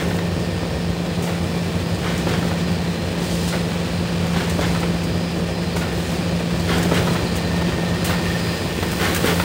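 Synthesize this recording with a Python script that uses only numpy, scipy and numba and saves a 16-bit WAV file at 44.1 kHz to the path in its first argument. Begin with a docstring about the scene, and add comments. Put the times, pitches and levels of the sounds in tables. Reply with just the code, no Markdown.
"""A steady hum over rumbling rollers and hissing belts: a carton folder gluer runs in a factory hall.
About every 2.3 s a cardboard blank snaps into the rollers, slides, scrapes twice along the folding
guides, knocks and slaps its flaps down; each one loads the drive, so the hum swells.
Rollers squeak, bearings sing and the motor inverter whines thinly behind it all.
The hiss grows as the microphone moves in towards the belts."""
import sys
import numpy as np
from scipy import signal
from scipy.fft import rfft, irfft, next_fast_len
from scipy.io import wavfile
from scipy.ndimage import uniform_filter1d
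from numba import njit

SR = 44100
rng = np.random.default_rng(int(sys.argv[2]) if len(sys.argv) > 2 else 0)


def wav_record(signal):
    """Record a signal, one row per channel, as 16-bit PCM in the file named by sys.argv[1]."""
    frames = np.transpose(np.atleast_2d(signal))
    bounded = np.clip(frames, -1, 1)
    # unit amplitude maps onto the largest positive 16-bit level
    quanta = np.round(bounded * 32767).astype(np.int16)
    wavfile.write(sys.argv[1], SR, quanta)


N = 416296

# each blank reaches the folding guides: (time [s], scrape and slap gain [dB], slide and snap gain [dB])
BLANKS = [(-.051, -4.5, -12), (2.272, -5, -11.5), (4.592, -4.5, -9), (6.922, -1, -7.5), (9.241, 1, -6)]
# between folds the feed rollers catch the next blank and it swishes off along the belts:
# (time [s], snap level [dB], slap level [dB], ring t60 [s], swish level [dB], swish hold [s])
FEEDS = [(1.219, -31.5, -29, 0.54, -45.5, 0.37), (3.473, -27.5, -23, 0.21, -58, .1),
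         (5.759, -29, -25, 0.33, -39.5, 0.18), (8.041, -24.5, -21, 0.3, -44.5, 0.57)]
# the microphone comes round the cover and moves through the standing waves:
# (time [s], hum gain [dB], rumble gain [dB], hiss gain [dB])
MIC_PATH = [(0, 0, 1, -1), (.5, -1.5, -1, 0), (1.1, 1, 0, 0), (2.3, 0.9, 0, 0.9), (3.4, -0.5, 0, 1.5),
            (4.2, 1.5, 0, 2), (5.6, -1.5, -0.5, 0.5), (6.2, 0, 0, 2), (6.7, 1.5, 1.5, 2), (7.6, 0.5, 2, 3),
            (8.3, 2, 1, 4.5), (8.65, -4.5, 0.2, 3), (9.44, -0.5, -0.5, 4)]


def drive():
    """The main hum swells under load and beats against the tones of the other shafts."""
    # weaker shaft and gear tones: (pitch [Hz], relative level [dB])
    shaft_tones = [(65.9, -38), (87.5, -37.5), (90.8, -34.5), (96.2, -35.5), (113.7, -44), (144, -45),
                   (176.3, -40), (182.4, -38), (191.8, -39.5), (228.1, -39), (251, -42), (255.7, -53),
                   (335.8, -38.5), (455.6, -42.5), (460.9, -40.5), (512.8, -39), (527.6, -48), (541, -43),
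                   (553.8, -47), (580.1, -46.5), (619.8, -49), (633.2, -50)]
    hum_hz, hum_db, swell_db = 170.83, -26.2, 2.4
    wobble_s = .00068  # the shafts run ahead or behind, so higher tones waver more
    hum = tone(hum_hz, drift=.041, flutter_db=1.17) * undb(hum_db + swell_db * load() + curve(MIC_PATH))
    shafts = sum(undb(db) * tone(hz, drift=2 * np.pi * hz * wobble_s, flutter_db=1.77)
                 for hz, db in shaft_tones)
    return hum + undb(-2) * shafts


def load(lag_s=.09, width_s=.19):
    """Effort of the drive, 0-1: one smooth swell as each blank folds."""
    return sum(np.exp(-.5 * ((clock() - s - lag_s) / width_s) ** 2) for s, _, _ in BLANKS)


def rollers():
    """Many small jolts rumble through the frame; the belts hiss over them. Both swell under load."""
    # spectra of the frame's rumble and the belts' hiss: (frequency [Hz], relative level [dB])
    rumble_spectrum = [(25, -34), (36, -33), (48, -5.5), (66, 3.5), (90, 5.5), (130, 2.5), (180, 3),
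                       (270, -3), (370, -0.5), (500, -5), (700, -7.5), (1000, -13), (1500, -28),
                       (3000, -40)]
    belt_spectrum = [(400, -10), (900, -1.5), (1100, 2.5), (1350, 0.5), (1900, 2), (2150, -1.5), (2380, 3),
                     (2800, 0), (3500, -1), (4600, -4.5), (6000, -9.5), (9500, -12.5), (13000, -24.5),
                     (16000, -15)]
    effort = load()
    rumble = colour(grains(2500, spread_db=1), rumble_spectrum)
    rumble *= undb(-25.5 + 1.5 * effort + curve(MIC_PATH, axis=2))
    hiss = colour(grains(14000, spread_db=-1.5), belt_spectrum)
    hiss *= undb(-34 + effort + curve(MIC_PATH, axis=3) + .53 * walk(40))
    return rumble + panels(hiss)


def friction(swish_lag_s=.11, swish_attack_s=.11, swish_t60_s=.47):
    """Cardboard scrapes in fits on the guides and swishes over the belts."""
    # a blank scrapes twice on the guides and slides over the belts, harder during each scrape:
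    # (offset from the blank [s], relative level [dB], attack [s], hold [s], release t60 [s])
    scrape_strokes = [(-.262, -22, 0.043, 0.033, 0.63), (.003, -22, 0.025, 0.034, 0.26)]
    slide_strokes = [(-.45, -31.5, .24, .42, .6), (-.25, -47, .05, .01, 0.22), (0, -42.5, .025, .03, .4)]
    # one blank drags on its way in: (time [s], level [dB], attack [s], hold [s], release t60 [s])
    drag = [(3.17, -34, 0.076, 0.25, 0.9)]
    # spectra of the throaty scrape and the airy slide: (frequency [Hz], relative level [dB])
    scrape_spectrum = [(150, 4), (350, 15), (700, 5), (1250, 5.5), (1700, 7.5), (2450, -18), (2800, 5),
                       (3600, 0), (5500, -12), (9000, -23), (16000, -38)]
    slide_spectrum = [(1000, -21), (3000, 7), (4500, 4), (7000, 3), (9500, 4), (13000, -3), (16000, 2)]
    swishes = [(s + swish_lag_s, db, swish_attack_s, hold, swish_t60_s) for s, *_, db, hold in FEEDS]
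    scrapes = each_blank(scrape_strokes, axis=1)
    slides = each_blank(slide_strokes, axis=2) + swishes + drag
    rasp = colour(grains(9000, spread_db=-2), scrape_spectrum)
    scrape = unit(rasp + bending(scrapes)) * strokes(scrapes) * undb(.42 * walk(110))
    air = colour(grains(9000, spread_db=-3), slide_spectrum)
    slide = air * strokes(slides) * undb(1.5 + .34 * walk(60))
    return scrape + slide


def bending(scrapes, rise_share=.07, bend_s=.2):
    """The scraped board stiffens as it folds, so its hollow resonances climb."""
    # resonances of the bending blank: (pitch [Hz], width [Hz], level [dB])
    modes = [(876, 110, -11), (1096, 140, -11), (1515, 130, -6.5), (1790, 150, -8), (2090, 120, -9.5),
             (3200, 200, -15)]
    progress = curve([point for s, *_ in scrapes for point in [(s, -.5), (s + bend_s, .5)]])
    pitch = 1 + rise_share * progress + .0089 * walk(50)
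    contact = grains(5000, spread_db=-1)
    return sum(undb(db) * unit(gliding(contact, hz * pitch, float(width))) for hz, width, db in modes)


def edges():
    """Board edges snap brightly; the wider flaps slap lower and ring hollow."""
    # edges snap on the rollers; flaps slap the guides as a blank enters, drops and twice after the fold:
    # (offset from the blank [s], relative level [dB], ring t60 [s], rise [s])
    edge_snaps = [(-.327, -26, 0.089, .003), (-.097, -18, 0.11, 0.0036), (.015, -23.5, 0.15, .004),
                  (.21, -23, .08, .003), (.442, -25, 0.11, 0.0036)]
    flap_slaps = [(-.232, -22.5, .06, .004), (-.003, -22.5, .09, 0.0044), (.153, -21.5, .1, .007),
                  (.234, -21, 0.09, .007)]
    # loose board rattles out of step with the cycle: (time [s], snap level [dB], slap level [dB])
    rattles = [(4.496, -55, -38), (5.765, -49, -24), (6.78, -27, -37), (7.354, -29.5, -36),
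               (7.612, -45, -23), (8.825, -45, -19.5), (8.929, -44, -25), (9.161, -31, -23)]
    # spectra of a snap and a slap: (frequency [Hz], relative level [dB])
    snap_spectrum = [(500, 1), (2000, 12), (4500, 6), (7500, 10), (10000, 8), (13000, 1.5), (16000, 7)]
    slap_spectrum = [(200, -7), (600, 15.5), (1000, 8), (1500, 2.5), (2400, -1), (4000, 2), (7000, -18),
                     (16000, -13)]
    feed_rise_s, flap_lag_s, flap_rise_s = .007, .05, .0071
    rattle_t60_s, rattle_rise_s = .082, .0024
    snaps, slaps = each_blank(edge_snaps, axis=2), each_blank(flap_slaps, axis=1)
    for s, snap_db, slap_db, t60, *_ in FEEDS:
        snaps.append((s, snap_db, t60, feed_rise_s))
        slaps.append((s + flap_lag_s, slap_db, t60, flap_rise_s))
    for s, snap_db, slap_db in rattles:
        snaps.append((s, snap_db, rattle_t60_s, rattle_rise_s))
        slaps.append((s, slap_db, rattle_t60_s, rattle_rise_s))
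    crisp = colour(grains(14000, spread_db=-3.5), snap_spectrum)
    hollow = body(colour(grains(10000, spread_db=2.5), slap_spectrum))
    return undb(1) * bursts(snaps, crisp) + undb(-.5) * bursts(slaps, hollow)


def body(x):
    """Add the hollow ring of the cardboard, at rms 1."""
    # resonances of a slapped blank: (pitch [Hz], width [Hz], relative level [dB])
    modes = [(1000, 180, -22), (1470, 200, -7), (1970, 140, -9), (2160, 330, -21)]
    return unit(x + sum(undb(db) * resonance(x, hz, width) for hz, width, db in modes))


def knocks():
    """A blank drops off a roller with a dull knock."""
    # the drops: (time [s], peak [dB], pitch [ratio])
    drops = [(2.2705, -10.5, 1.0), (3.535, -21, 1.2), (4.361, -17.5, 2), (4.5915, -10, 1.15),
             (6.324, -19, 1), (6.404, -18, 1.2), (6.70, -15, 1.1), (6.9195, -6.5, 1.14), (8.828, -15, 0.9),
             (9.2438, -5, .98)]
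    # low modes of the board: (pitch [Hz], relative level [dB], t60 [s])
    modes = [(270, -3, .026), (377, 9, .014), (500, 5, .017), (700, -4, .014), (970, -12, .02)]
    return blows(drops, modes, contact_s=.007, chatter=.1, chatter_s=.006)


def taps():
    """A stiff folded flap gives a hollow, chattering tap."""
    # the flap's hits: (time [s], peak [dB], pitch [ratio])
    hits = [(2.061, -17.5, .95), (2.268, -19, 1), (2.426, -20, 1.02), (2.509, -23, 1), (4.747, -20, 1.02),
            (4.759, -21, 1), (4.829, -21, .99), (6.912, -14.5, .95), (7.072, -13.5, 1), (7.153, -17, .98),
            (8.105, -17, 1.09), (9.160, -16, 1.25), (9.398, -8, 1)]
    # modes of the flap: (pitch [Hz], relative level [dB], t60 [s])
    modes = [(952, 3.5, .022), (1320, 3, .025), (1800, -3, .026), (2500, -5, .028), (3350, -7, .024),
             (3930, -12, .02)]
    return blows(hits, modes, contact_s=.003, chatter=.6, chatter_s=.012)


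def blows(rows, modes, contact_s, chatter, chatter_s):
    """Each blow rings well-damped board modes; a soft contact eases them in and chatters briefly."""
    out = np.zeros(N)
    for s, db, pitch in rows:
        start = int(s * SR)
        age = np.arange(min(N - start, SR // 4)) / SR
        ring = sum(undb(mode_db) * np.sin(2 * np.pi * hz * pitch * age) * decay(age, t60)
                   for hz, mode_db, t60 in modes)
        ring *= 1 - np.exp(-age / contact_s)
        touches = rng.standard_normal(len(age)) * np.exp(-age / chatter_s)
        ring += chatter * signal.fftconvolve(ring, touches / np.linalg.norm(touches))[:len(age)]
        out[start:start + len(age)] += undb(db) * ring / np.abs(ring).max()
    return out


def squeaks():
    """A roller sticks for a moment and sings on a wavering pitch."""
    # the roller sticks: (time [s], level [dB], ring t60 [s], rise [s], pitch [Hz])
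    sticks = [(4.17, -41, .8, 0.054, 1395), (5.729, -34.5, .06, .009, 4430), (5.814, -30, 0.1, .006, 1414),
              (6.588, -38.5, .1, .013, 4470), (7.092, -32.5, .08, .014, 4120), (7.122, -37, .07, .01, 3965),
              (7.245, -36.5, .22, .026, 4150), (7.44, -32.5, .09, .014, 4120)]
    waver = 2.1 * walk(70)
    return sum(bursts([shape], np.sqrt(2) * np.sin(2 * np.pi * hz * clock() + waver))
               for *shape, hz in sticks)


def bearings():
    """The low bearing rubs and chirps twice in each turn of its roller; the high one sings in fits."""
    # how strongly they sing: (time [s], low bearing level [dB], high bearing level [dB])
    levels = [(0.0, -38, -54), (.5, -37, -52), (1.26, -45, -50), (2.26, -40, -49.5), (2.8, -42, -47.5),
              (3.6, -47, -45), (4.9, -46, -48), (5.4, -42, -47.5), (6.5, -44, -50), (7.1, -39, -46),
              (7.47, -36, -48), (7.61, -29, -48), (7.7, -36, -49), (7.79, -31, -48), (8.03, -35, -46),
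              (8.12, -30, -42), (8.21, -33, -47), (8.26, -29.5, -49), (8.36, -28.5, -47), (8.41, -35, -46),
              (8.53, -31, -45), (8.6, -34, -46), (8.9, -34, -47), (9.44, -36, -41.5)]
    roller_hz, rub_at_s, rub_width_s, second_rub_db = 11.38, 8.356, .008, -2
    chirp_hz, waver_hz, fits_db = 1820, 20, 4
    ring_share = .27  # rings on between the rubs
    half_turns = 2 * roller_hz * (clock() - rub_at_s) + .05 * walk(9)
    nearest_rub = np.round(half_turns)
    rubs = np.exp(-.5 * ((half_turns - nearest_rub) / (2 * roller_hz * rub_width_s)) ** 2)
    rubs *= undb(second_rub_db * (nearest_rub % 2) + 1.7 * walk(23))
    singing = (1 - ring_share) * rubs + ring_share * undb(2 * walk(35))
    phase = 2 * np.pi * np.cumsum(chirp_hz + waver_hz * walk(90)) / SR
    low = np.sqrt(2) * np.sin(phase) * singing * undb(curve(levels) - 1.5)
    fits = fits_db * np.tanh(walk(13))
    whistle = resonance(rng.standard_normal(N), hz=4105, width_hz=60)
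    high = resonance(whistle, hz=4120, width_hz=260) * undb(curve(levels, axis=2) + fits)
    return low + high


def inverter():
    """Thin switching tones that fade and swell in the standing waves of the hall."""
    # the switching tone as the microphone moves: (time [s], relative level [dB])
    carrier_levels = [(0.0, -56), (.33, -57), (.42, -49.5), (.62, -50), (.73, -59), (.84, -48.5),
                      (.97, -59), (1.1, -51), (1.3, -58), (1.52, -51), (1.74, -59), (1.87, -46.5),
                      (2.08, -54), (2.27, -47), (2.48, -54), (2.66, -47), (2.88, -57), (3.42, -45.5),
                      (3.8, -57), (4.0, -51), (4.3, -56), (4.72, -49), (4.87, -52), (5.02, -45.5),
                      (5.3, -45), (5.41, -56), (5.52, -46.5), (5.72, -46.5), (6.12, -53), (6.25, -47),
                      (6.4, -56), (6.83, -48), (7.1, -54), (7.32, -47), (7.6, -53), (7.72, -47),
                      (7.83, -56), (8.02, -44.5), (8.3, -50), (8.44, -40.5), (8.62, -41.5), (8.76, -54),
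                      (8.92, -45), (9.1, -52), (9.44, -48)]
    # two tones below it fade in other places: (time [s], lower tone level [dB], upper tone level [dB])
    sideband_levels = [(0, -52, -60), (.45, -58, -53), (.73, -55, -50), (.95, -60, -62), (1.25, -54, -53),
                       (1.55, -59, -57), (1.8, -49.5, -55), (2.1, -57, -59), (2.35, -53, -52),
                       (2.5, -60, -61), (2.68, -50, -52), (3.05, -61, -58), (3.35, -51, -57),
                       (3.65, -59, -58), (3.95, -52, -49), (4.3, -49, -55), (4.75, -56, -50),
                       (5.1, -51, -51), (5.55, -61, -57), (5.74, -50, -51), (5.92, -60, -56),
                       (6.17, -49, -58), (6.32, -55, -58), (6.7, -48, -54), (7.15, -55, -52),
                       (7.5, -52.5, -52), (7.85, -57, -56), (8.1, -50, -53), (8.32, -53, -55),
                       (8.54, -45, -50), (8.75, -54, -56), (9.44, -52, -54)]
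    # faint tones above it: (pitch [Hz], level [dB])
    upper_tones = [(5316, -59), (5376, -57), (9931, -66)]
    carrier = undb(curve(carrier_levels) + .8) * tone(hz=5000.5, drift=.5, flutter_db=.7)
    lower = sum(undb(curve(sideband_levels, axis)) * tone(hz, drift=1, flutter_db=3.5)
                for axis, hz in [(1, 4624), (2, 4682)])
    upper = sum(undb(db) * tone(hz, drift=.81, flutter_db=3) for hz, db in upper_tones)
    return carrier + lower + upper


def shade(x, above_hz=9500):
    """The covers shade the highest treble until the microphone leans in to a clear line of sight."""
    # treble past the covers: (time [s], gain [dB])
    treble_gain = [(0, -1), (3.3, -4.5), (5.8, -2.5), (7, 0), (9.44, 7)]
    low = signal.sosfiltfilt(signal.butter(2, above_hz, fs=SR, output="sos"), x)
    return low + (x - low) * undb(curve(treble_gain))


def panels(x, share=.17, count=12):
    """Close reflections from steel covers comb the spectrum."""
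    response = np.zeros(SR // 80)
    echoes = share * rng.standard_normal(count) / np.sqrt(count)
    response[rng.integers(SR // 2000, len(response), count)] = echoes
    response[0] = 1
    return signal.fftconvolve(x, response / np.linalg.norm(response))[:N]


def hall(x, t60, wet_db):
    """Add a diffuse, dull tail from the factory walls."""
    age = np.arange(SR) / SR
    tail = rng.standard_normal(SR) * decay(age, t60) * (age > .012)
    tail = signal.sosfilt(signal.butter(1, 4000, fs=SR, output="sos"), tail)
    return x + undb(wet_db) * signal.fftconvolve(x, tail / np.linalg.norm(tail))[:N]


def each_blank(moves, axis):
    """Repeat the moves for every blank, with the gain in one column of its row."""
    return [(blank[0] + s, blank[axis] + db, *shape) for blank in BLANKS for s, db, *shape in moves]


def strokes(rows):
    """Envelope of a rubbing contact: it presses in, holds and lets go."""
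    gain = np.zeros(N)
    t = clock()
    for s, db, attack, hold, t60 in rows:
        during = slice(*np.searchsorted(t, [s, s + attack + hold + t60]))
        age = t[during] - s
        release = decay(np.maximum(age - attack - hold, 0), t60)
        gain[during] += undb(db) * np.minimum(age / attack, 1) * release
    return gain


def bursts(rows, sound):
    """Shape a sound into hits that swell briefly and die away."""
    return sound * strokes([(s, db, rise, 0, t60) for s, db, t60, rise in rows])


def grains(per_s, spread_db):
    """Tiny contacts of uneven size, at rms 1."""
    struck = rng.random(N) < per_s / SR
    clicks = struck * rng.standard_normal(N)
    return unit(clicks * undb(spread_db * np.minimum(rng.exponential(size=N), 4)))


def tone(hz, drift, flutter_db):
    """A running tone that wavers at random in phase (drift, in radians) and in level."""
    phase = 2 * np.pi * (hz * clock() + rng.random()) + drift * walk(1.97)
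    return np.sqrt(2) * np.sin(phase) * undb(flutter_db * walk(6))


def colour(x, points):
    """Give a sound a smooth spectrum, at rms 1."""
    hz, db = np.transpose(points)
    size = next_fast_len(N)
    bins_hz = np.maximum(np.fft.rfftfreq(size, 1 / SR), 1)
    gain = undb(np.interp(np.log(bins_hz), np.log(hz), db))
    return unit(irfft(rfft(x, size) * gain, size)[:N])


def resonance(x, hz, width_hz):
    """Ring one resonance, at rms 1."""
    return unit(signal.lfilter(*signal.iirpeak(hz, hz / width_hz, fs=SR), x))


@njit
def gliding(x, hz, width_hz):
    """Ring one resonance whose centre moves: a state-variable band-pass."""
    out, band_state, low_state = np.empty(len(x)), 0., 0.
    for i in range(len(x)):
        tuning, damping = np.tan(np.pi * hz[i] / SR), width_hz / hz[i]
        band = (band_state + tuning * (x[i] - low_state)) / (1 + tuning * (tuning + damping))
        band_state = 2 * band - band_state
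        low_state += 2 * tuning * band
        out[i] = damping * band
    return out


def walk(rate):
    """Smooth random drift at rms 1, with rate steps a second."""
    span = int(SR / rate)
    steps = np.repeat(rng.standard_normal(N // span + 1), span)
    return unit(uniform_filter1d(uniform_filter1d(steps, span), span // 2)[:N])


def curve(rows, axis=1):
    """One column of a table, joined by straight lines in time."""
    rows = np.asarray(rows)
    return np.interp(clock(), rows[:, 0], rows[:, axis])


def decay(age, t60):
    """A fade that falls 60 dB in t60 seconds."""
    return np.exp(-np.log(1000) * age / t60)


def clock():
    """Time of every sample."""
    return np.arange(N) / SR


def undb(db):
    """Decibels to gain."""
    return 10 ** (np.asarray(db) / 20)


def unit(x):
    """Scale to rms 1."""
    return x / np.sqrt(np.mean(x ** 2))


def scene():
    """The running machine and the cardboard that passes through it."""
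    cardboard = shade(knocks() + taps() + panels(friction()) + edges())
    folding = hall(cardboard + squeaks(), t60=.33, wet_db=-14.5)
    return (drive() + inverter() + rollers() + bearings() + folding)[None]


def record(dry):
    """The microphone port has a deep notch in the treble; the top is cut."""
    top_hz = 15700
    voiced = dry
    for notch_hz, width_hz in [(10900, 1170), (11400, 670)]:
        voiced = signal.lfilter(*signal.iirnotch(notch_hz, notch_hz / width_hz, fs=SR), voiced)
    return signal.sosfilt(signal.ellip(10, .2, 80, top_hz, fs=SR, output="sos"), voiced)


dry = scene()
out = record(dry)
wav_record(out)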